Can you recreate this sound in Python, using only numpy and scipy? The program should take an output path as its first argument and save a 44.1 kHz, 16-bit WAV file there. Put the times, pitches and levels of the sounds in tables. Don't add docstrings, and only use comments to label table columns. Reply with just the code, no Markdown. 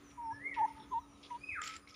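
import sys
import numpy as np
from scipy import signal
from scipy.fft import rfft, irfft, next_fast_len
from scipy.io import wavfile
from scipy.ndimage import uniform_filter1d

SR = 44100
rng = np.random.default_rng(int(sys.argv[2]) if len(sys.argv) > 2 else 0)


def dump_mix(stems):
    frames = np.atleast_2d(stems).T
    limited = np.clip(frames, -1, 1)
    pcm = np.round(limited * 32767).astype(np.int16)
    wavfile.write(sys.argv[1], SR, pcm)


def boost_factor(decibels):
    exponent = np.asarray(decibels, float) / 20
    return 10 ** exponent


N = 85995
T = np.arange(N) / SR


def level(x, db):
    return x * boost_factor(db) / np.sqrt(np.mean(x ** 2))


def shape(x, gain):
    n = next_fast_len(N + 8192)
    hz = np.arange(n // 2 + 1) * SR / n + 1
    return irfft(rfft(x, n) * gain(hz), n)[:N]


def points(table):
    hz, db = np.array(table, float).T
    return lambda f: boost_factor(np.interp(np.log(f), np.log(hz), db))


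def band(hz, width_hz):
    noise = rng.standard_normal(N)
    return level(shape(noise, lambda f: np.exp(-2 * ((f - hz) / width_hz) ** 2)), 0)


def walk(rate):
    hold = int(SR / rate)
    steps = np.repeat(rng.standard_normal(N // hold + 1), hold)
    return 1.265 * uniform_filter1d(uniform_filter1d(steps, hold), hold)[:N]


def ring(x, t60, early_s):
    t = T[:SR]
    scatter_db = 8.8 * rng.standard_normal(SR)
    h = rng.standard_normal(SR) * boost_factor(scatter_db - 60 * t / t60) * (1 - np.exp(-t / early_s))
    return signal.fftconvolve(x, h / np.sqrt(np.sum(h ** 2)))[:N]


def voice(curve, partials_db, wobble=0.0021):
    s, hz, db = np.array(curve, float).T

    def smooth(values):
        return uniform_filter1d(np.interp(T, s, values), 180)

    phase = 2 * np.pi * np.cumsum(smooth(hz) * (1 + wobble * walk(61.43))) / SR
    edge = np.clip(np.minimum(T - s[0], s[-1] - T) / 0.0013, 0, 1)
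    tone = np.sin(phase)
    for k, partial_db in enumerate(partials_db):
        tone = tone + boost_factor(partial_db) * np.sin((k + 2) * phase)
    return np.sqrt(2) * boost_factor(smooth(db)) * edge * tone


def slurs(rows, wobble):
    x = 0
    for s, length, from_hz, to_hz, db in rows:
        u = np.clip((T - s) / length, 0, 1)
        hz = (from_hz + (to_hz - from_hz) * u ** 1.3) * (1 + wobble * walk(150))
        swell = np.sin(np.pi * u) ** 0.7
        x = x + boost_factor(db) * swell * np.sin(2 * np.pi * np.cumsum(hz) / SR)
    return x


# f/Hz, level per Hz/dB
TOWN_COLOUR = [(30, -27.5), (55, -4), (200, -9), (400, -12.5), (750, -19), (2500, -24), (4500, -32),
               (6500, -31)]
# f/Hz, width/Hz, level/dB rms
TOWN_RESONANCES = [(198, 12, -78), (1265, 115, -72), (2270, 250, -99), (1080, 170, -76.5)]


def town():
    floor, colour = 0, points(TOWN_COLOUR)
    for hz in 30 * 2 ** np.arange(0, 9.5, .5):
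        def bell(f):
            return colour(f) * np.exp(-(np.log2(f / hz) / .5) ** 2)
        floor = floor + shape(rng.standard_normal(N), bell) * boost_factor(3.65 * walk(9.27))
    x = level(floor, -62)
    for hz, width_hz, db in TOWN_RESONANCES:
        x = x + boost_factor(db + 0.35 * walk(4.7)) * band(hz, width_hz)
    return x


# t/s, level/dB
HUM_LEVEL = [
    (0.0, -66),
    (0.38, -59),
    (1.95, -70),
]


def motor():
    hum_hz = 284.9
    tone = np.sin(2 * np.pi * np.cumsum(hum_hz * (1 + 0.0017 * walk(7.3))) / SR)
    hum = tone + 0.13 * band(hum_hz, 18)
    return np.sqrt(2) * boost_factor(np.interp(T, *np.array(HUM_LEVEL).T)) * hum


# t/s, level/dB, f/Hz
CASE_KNOCKS = [(.34, -51, 105.3), (0.941, -66, 75), (1.005, -56, 70), (1.16, -66, 90), (.61, -55.5, 110),
               (1.59, -57, 70), (0.554, -57, 64), (.755, -54, 70), (.97, -62.5, 70), (1.53, -53, 84.6),
               (1.77, -58, 73)]


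def knocks():
    x, knock_s = 0, 0.012
    for s, db, hz in CASE_KNOCKS:
        x = x + boost_factor(db) * np.exp(-((T - s) / knock_s) ** 2) * np.sin(2 * np.pi * hz * T)
    return x


# t/s, level/dB
INSECT_LEVEL = [(0, -85), (.28, -75), (.83, -75), (.88, -84), (1.3, -76), (1.75, -71.5), (1.95, -82.5)]


def insect():
    centre_hz, width_hz, sweep_hz = 9343, 1100, 493
    strokes_per_s, duty = 98, .3
    phase = np.cumsum(strokes_per_s * (1 + 0.01 * walk(3))) / SR % 1 - .5
    hz = centre_hz * (1 + 0.004 * walk(43)) - sweep_hz * phase
    pulse = np.exp(-2 * (phase / duty) ** 2) * boost_factor(1.4 * walk(90))
    stroke = pulse * np.sin(2 * np.pi * np.cumsum(hz) / SR)
    buzz = level(stroke, 0) + boost_factor(-4.0) * band(centre_hz, width_hz)
    return buzz * boost_factor(np.interp(T, *np.array(INSECT_LEVEL).T) + 5.5)


# t/s, length/s, from f/Hz, to f/Hz, level/dB
FAR_CHIRPS = [(.025, .11, 6150, 5450, -69), (.22, .075, 5650, 5150, -74), (.3, .075, 5600, 5200, -70),
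              (.55, .08, 5600, 6100, -75), (.63, .045, 6200, 6300, -73), (.67, .035, 5500, 5400, -74),
              (.775, .08, 5600, 5100, -75), (.87, .07, 6250, 6200, -76), (.985, .055, 5900, 5450, -76),
              (1.07, .08, 6050, 5500, -76), (1.29, .04, 6200, 6150, -72), (1.0, .08, 3850, 3800, -77),
              (1.918, .022, 1280, 1270, -66), (1.925, .03, 6200, 6150, -72), (1.13, .06, 3900, 3800, -76),
              (1.37, .055, 4450, 5050, -75), (1.4, .14, 5050, 4950, -69), (1.79, .08, 4950, 5000, -78)]


def songbirds():
    chirps = slurs(FAR_CHIRPS, 0.018)
    return boost_factor(3.6) * chirps + boost_factor(1.0) * ring(chirps, t60=.24, early_s=0.0015)


# t/s, f/Hz, level/dB
RISING_WHISTLE = [(.305, 1662, -60), (.345, 1700, -54), (.39, 1745, -60), (.43, 1985, -51),
                  (.464, 2125, -39), (.478, 2190, -40), (.485, 2310, -50), (.538, 1920, -46),
                  (.552, 1830, -64)]
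FALLING_WHISTLE = [(1.386, 2344, -70.5), (1.416, 2440, -69.5), (1.443, 2545, -49.5), (1.462, 2560, -64),
                   (1.493, 2549, -44), (1.53, 2082, -50.5), (1.588, 1242, -48), (1.607, 1221, -45.5),
                   (1.63, 1240, -76)]
AFTERTHOUGHT = [(1.639, 1210, -70), (1.664, 1314, -49), (1.72, 1313, -56), (1.77, 1318, -57.5),
                (1.8, 1315, -92)]
# echo t/s, level/dB, second echo t/s, level/dB, diffuse ring level/dB
WALL_ECHOES = [
    (.019, -12, .047, -12, -6),
    (.014, -1, .04, -5, 0),
]


def whistler():
    ring_low_hz = 1200

    def low_cut(f):
        return 1 / np.sqrt(1 + (ring_low_hz / f) ** 6)

    x = voice(AFTERTHOUGHT, (), wobble=0.016) * boost_factor(5 * np.clip(walk(90), -2.5, 1))
    glides = (RISING_WHISTLE, FALLING_WHISTLE)
    for curve, walls, flutter_db in zip(glides, WALL_ECHOES, (2, 5)):
        near_s, near_db, far_s, far_db, ring_db = walls
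        call = voice(curve, (), wobble=0.0078)
        for delay_s, db in ((0, 0), (near_s, near_db), (far_s, far_db)):
            flutter = flutter_db * np.clip(walk(110), -2.5, 1)
            x = x + boost_factor(db + flutter) * np.interp(T - delay_s, T, call)
        x = x + boost_factor(ring_db) * shape(ring(call, t60=0.59, early_s=0.027), low_cut)
    return x


# t/s, peak level/dB, f/Hz, t60/s
QUILL_SNAPS = [(1.6178, -34, 7150, 0.015), (1.6182, -36, 7600, 0.018), (1.6185, -39.5, 3180, 0.0099),
               (1.6188, -34, 1900, 0.0092), (1.637, -41, 2970, 0.014), (1.639, -44, 5930, 0.014),
               (1.645, -40, 7460, 0.014), (1.653, -43, 6740, 0.008), (1.659, -37, 6800, 0.0083),
               (1.665, -41, 4420, 0.011), (1.671, -43, 7100, 0.0089), (1.676, -32, 7530, 0.016),
               (1.677, -39, 5410, 0.012), (1.678, -39.5, 3120, .012), (1.69, -41, 7430, .012),
               (1.691, -55, 4870, 0.0099), (1.728, -48, 2330, .015), (1.738, -55, 4940, .015),
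               (1.757, -47, 7400, 0.011), (1.758, -51, 4800, .01), (1.765, -42, 7460, 0.019),
               (1.766, -49, 4900, 0.013), (1.8738, -52, 2180, 0.034), (1.877, -53, 4000, .012),
               (1.878, -59, 5200, 0.019), (1.884, -56, 2244, .015), (1.891, -53, 5280, 0.014),
               (1.896, -55, 5630, 0.01), (1.908, -52, 5230, 0.015), (1.913, -51, 4980, .012),
               (1.933, -60, 2250, 0.011), (1.9426, -48, 5000, 0.011), (1.945, -57, 2400, .012),
               (1.946, -56, 3600, .012), (.5435, -49, 3200, 0.011), (.549, -42, 2580, 0.013),
               (1.236, -53, 3470, .015), (1.249, -51, 3710, 0.013)]


def snaps():
    x, rise_s, split = 0, 0.00034, .04
    for s, db, hz, t60 in QUILL_SNAPS:
        t = np.clip(T - s, 0, .1)
        pair = np.sin(2 * np.pi * hz * t) + 0.87 * np.sin(2 * np.pi * hz * (1 + split) * t)
        x = x + boost_factor(db - 60 * t / t60) * (1 - np.exp(-t / rise_s)) * pair
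    return x + boost_factor(-13) * ring(x, t60=0.16, early_s=.004)


# f/Hz, width/Hz, level/dB
QUILL_RESONANCES = [(2143, 700, 10.5), (3300, 920, 4), (5240, 590, 5.5), (7860, 920, 8)]


def quills(f):
    top_hz, top_db = 7900, -9
    db = top_db / (1 + (top_hz / f) ** 30)
    for hz, width_hz, peak_db in QUILL_RESONANCES:
        db = db + peak_db * np.exp(-2 * ((f - hz) / width_hz) ** 2)
    return boost_factor(db)


# t/s, length/s,
# level/dB, centre f/Hz, width/octaves
FEATHER_SCUFFS = [(0.105, 0.01, -65, 3020, 0.5), (0.5405, 0.013, -53.5, 2870, 0.7),
                  (0.553, 0.04, -54.5, 1870, 0.69), (1.228, 0.034, -57.5, 3710, 0.43),
                  (1.302, 0.0078, -58, 2250, 0.66), (1.31, 0.051, -70, 3500, 0.28),
                  (1.6163, 0.0023, -44.5, 3440, 3.8), (1.624, 0.049, -48, 3560, 1.46),
                  (1.675, 0.0053, -44, 5370, 1.9), (1.688, 0.067, -52.5, 2700, 1.15),
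                  (0.793, 0.054, -68, 3600, 0.14), (0.642, 0.15, -71, 3300, 0.72),
                  (0.906, 0.082, -71, 3560, 0.14), (1.764, 0.0043, -48, 4530, 1.5),
                  (1.866, 0.021, -70, 2320, 0.94), (1.875, 0.14, -64.5, 3630, 0.93),
                  (1.943, 0.0072, -57, 3250, 0.65), (0.732, 0.0065, -61, 14200, .2),
                  (1.635, 0.057, -59.5, 11600, 0.063), (0.398, .28, -68, 401, 0.29),
                  (1.885, .02, -68, 11400, .07)]


def scuffs():
    barbs_per_s, scatter_db = 2500, 6.5
    x = 0
    for s, length, db, hz, octaves in FEATHER_SCUFFS:
        def colour(f):
            return quills(f) * np.exp(-.5 * (np.log2(f / hz) / octaves) ** 2)
        chance, strength = rng.random((2, N))
        sign = np.sign(rng.standard_normal(N))
        ticks = (chance < barbs_per_s / SR) * boost_factor(scatter_db * strength) * sign
        rub = level(ticks, 0) + 0.75 * rng.standard_normal(N)
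        rasp = level(shape(rub, colour), db)
        attack_s, tail_s = .1 * length, min(0.015, length / 2)
        after = np.clip(T - s - length, 0, None)
        sag = 0.14 * np.clip((T - s) / length, 0, 1)
        gate = np.clip((T - s) / attack_s, 0, 1) * np.exp(-after / tail_s - sag)
        uneven_db = 2.9 * min(length / 0.035, 1) * np.clip(walk(130), -2, 1.3)
        x = x + rasp * gate * boost_factor(uneven_db)
    return x + boost_factor(-9.5) * ring(x, t60=0.099, early_s=0.0049)


# t/s, length/s, from f/Hz, to f/Hz, level/dB
SOFT_NOTES = [(.672, .024, 918, 905, -45), (.699, .026, 904, 885, -46), (.729, .017, 900, 880, -55),
              (.757, .07, 885, 875, -50), (.578, .016, 1270, 1215, -50), (1.0, .055, 960, 950, -59),
              (.335, .07, 900, 890, -61), (.9, .05, 400, 390, -60)]
# t/s, f/Hz, level/dB
HEN_YELPS = [
    [(.17, 970, -67.5), (.182, 975, -47), (.205, 936, -43), (.215, 949.5, -45.5), (.26, 908, -42),
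     (.312, 891, -39.5), (.326, 955, -40.5), (.338, 1040, -66)],
    [(.563, 990, -50.5), (.58, 930, -35), (.6, 869, -32.5), (.614, 853, -28.5), (.624, 952, -32),
     (.632, 906, -29), (.65, 845, -29), (.66, 976, -35), (.669, 998, -63)],
    [(.905, 959, -70), (.92, 1046, -42.5), (.935, 990, -35), (.945, 896, -36), (.965, 925, -34),
     (.982, 932, -34.5), (.994, 1014, -46), (1.005, 980, -59.5)],
    [(1.298, 1007, -77), (1.309, 985, -44.5), (1.321, 977, -40.5), (1.338, 937, -46), (1.355, 953, -41),
     (1.367, 970, -48), (1.378, 1030, -64)],
]
# 2nd partial level/dB, 3rd partial level/dB, yard ring level/dB
HEN_TONES = [(-42.5, -54, -47.5), (-27, -71, -28.5), (-37, -39, -50), (-51, -29, -46)]


def hens():
    x = slurs(SOFT_NOTES, 0.013) * boost_factor(3.0 * walk(69))
    for curve, (second_db, third_db, ring_db) in zip(HEN_YELPS, HEN_TONES):
        yelp = voice(curve, (second_db, third_db))
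        x = x + yelp + boost_factor(ring_db) * ring(yelp, t60=0.95, early_s=0.1)
    return x


def scene():
    background = town() + motor() + knocks() + insect() + songbirds()
    turkeys = whistler() + snaps() + scuffs() + hens()
    return (background + turkeys)[None]


# f/Hz, level/dB
MIC_COLOUR = [(7300, 0), (7900, -13.5), (8400, -17.5), (9000, -7.5), (10300, -6), (11200, -14.5),
              (13800, -16), (14800, -9)]


def microphone(x):
    top_hz, colour = 15550, points(MIC_COLOUR)
    return shape(x, lambda f: colour(f) * (f < top_hz))


def band_limit(x):
    return signal.sosfilt(signal.butter(12, 15670, fs=SR, output="sos"), x)


def record(dry):
    mix = microphone(dry[0])[None]
    return band_limit(mix)


dry = scene()
out = record(dry)
dump_mix(out)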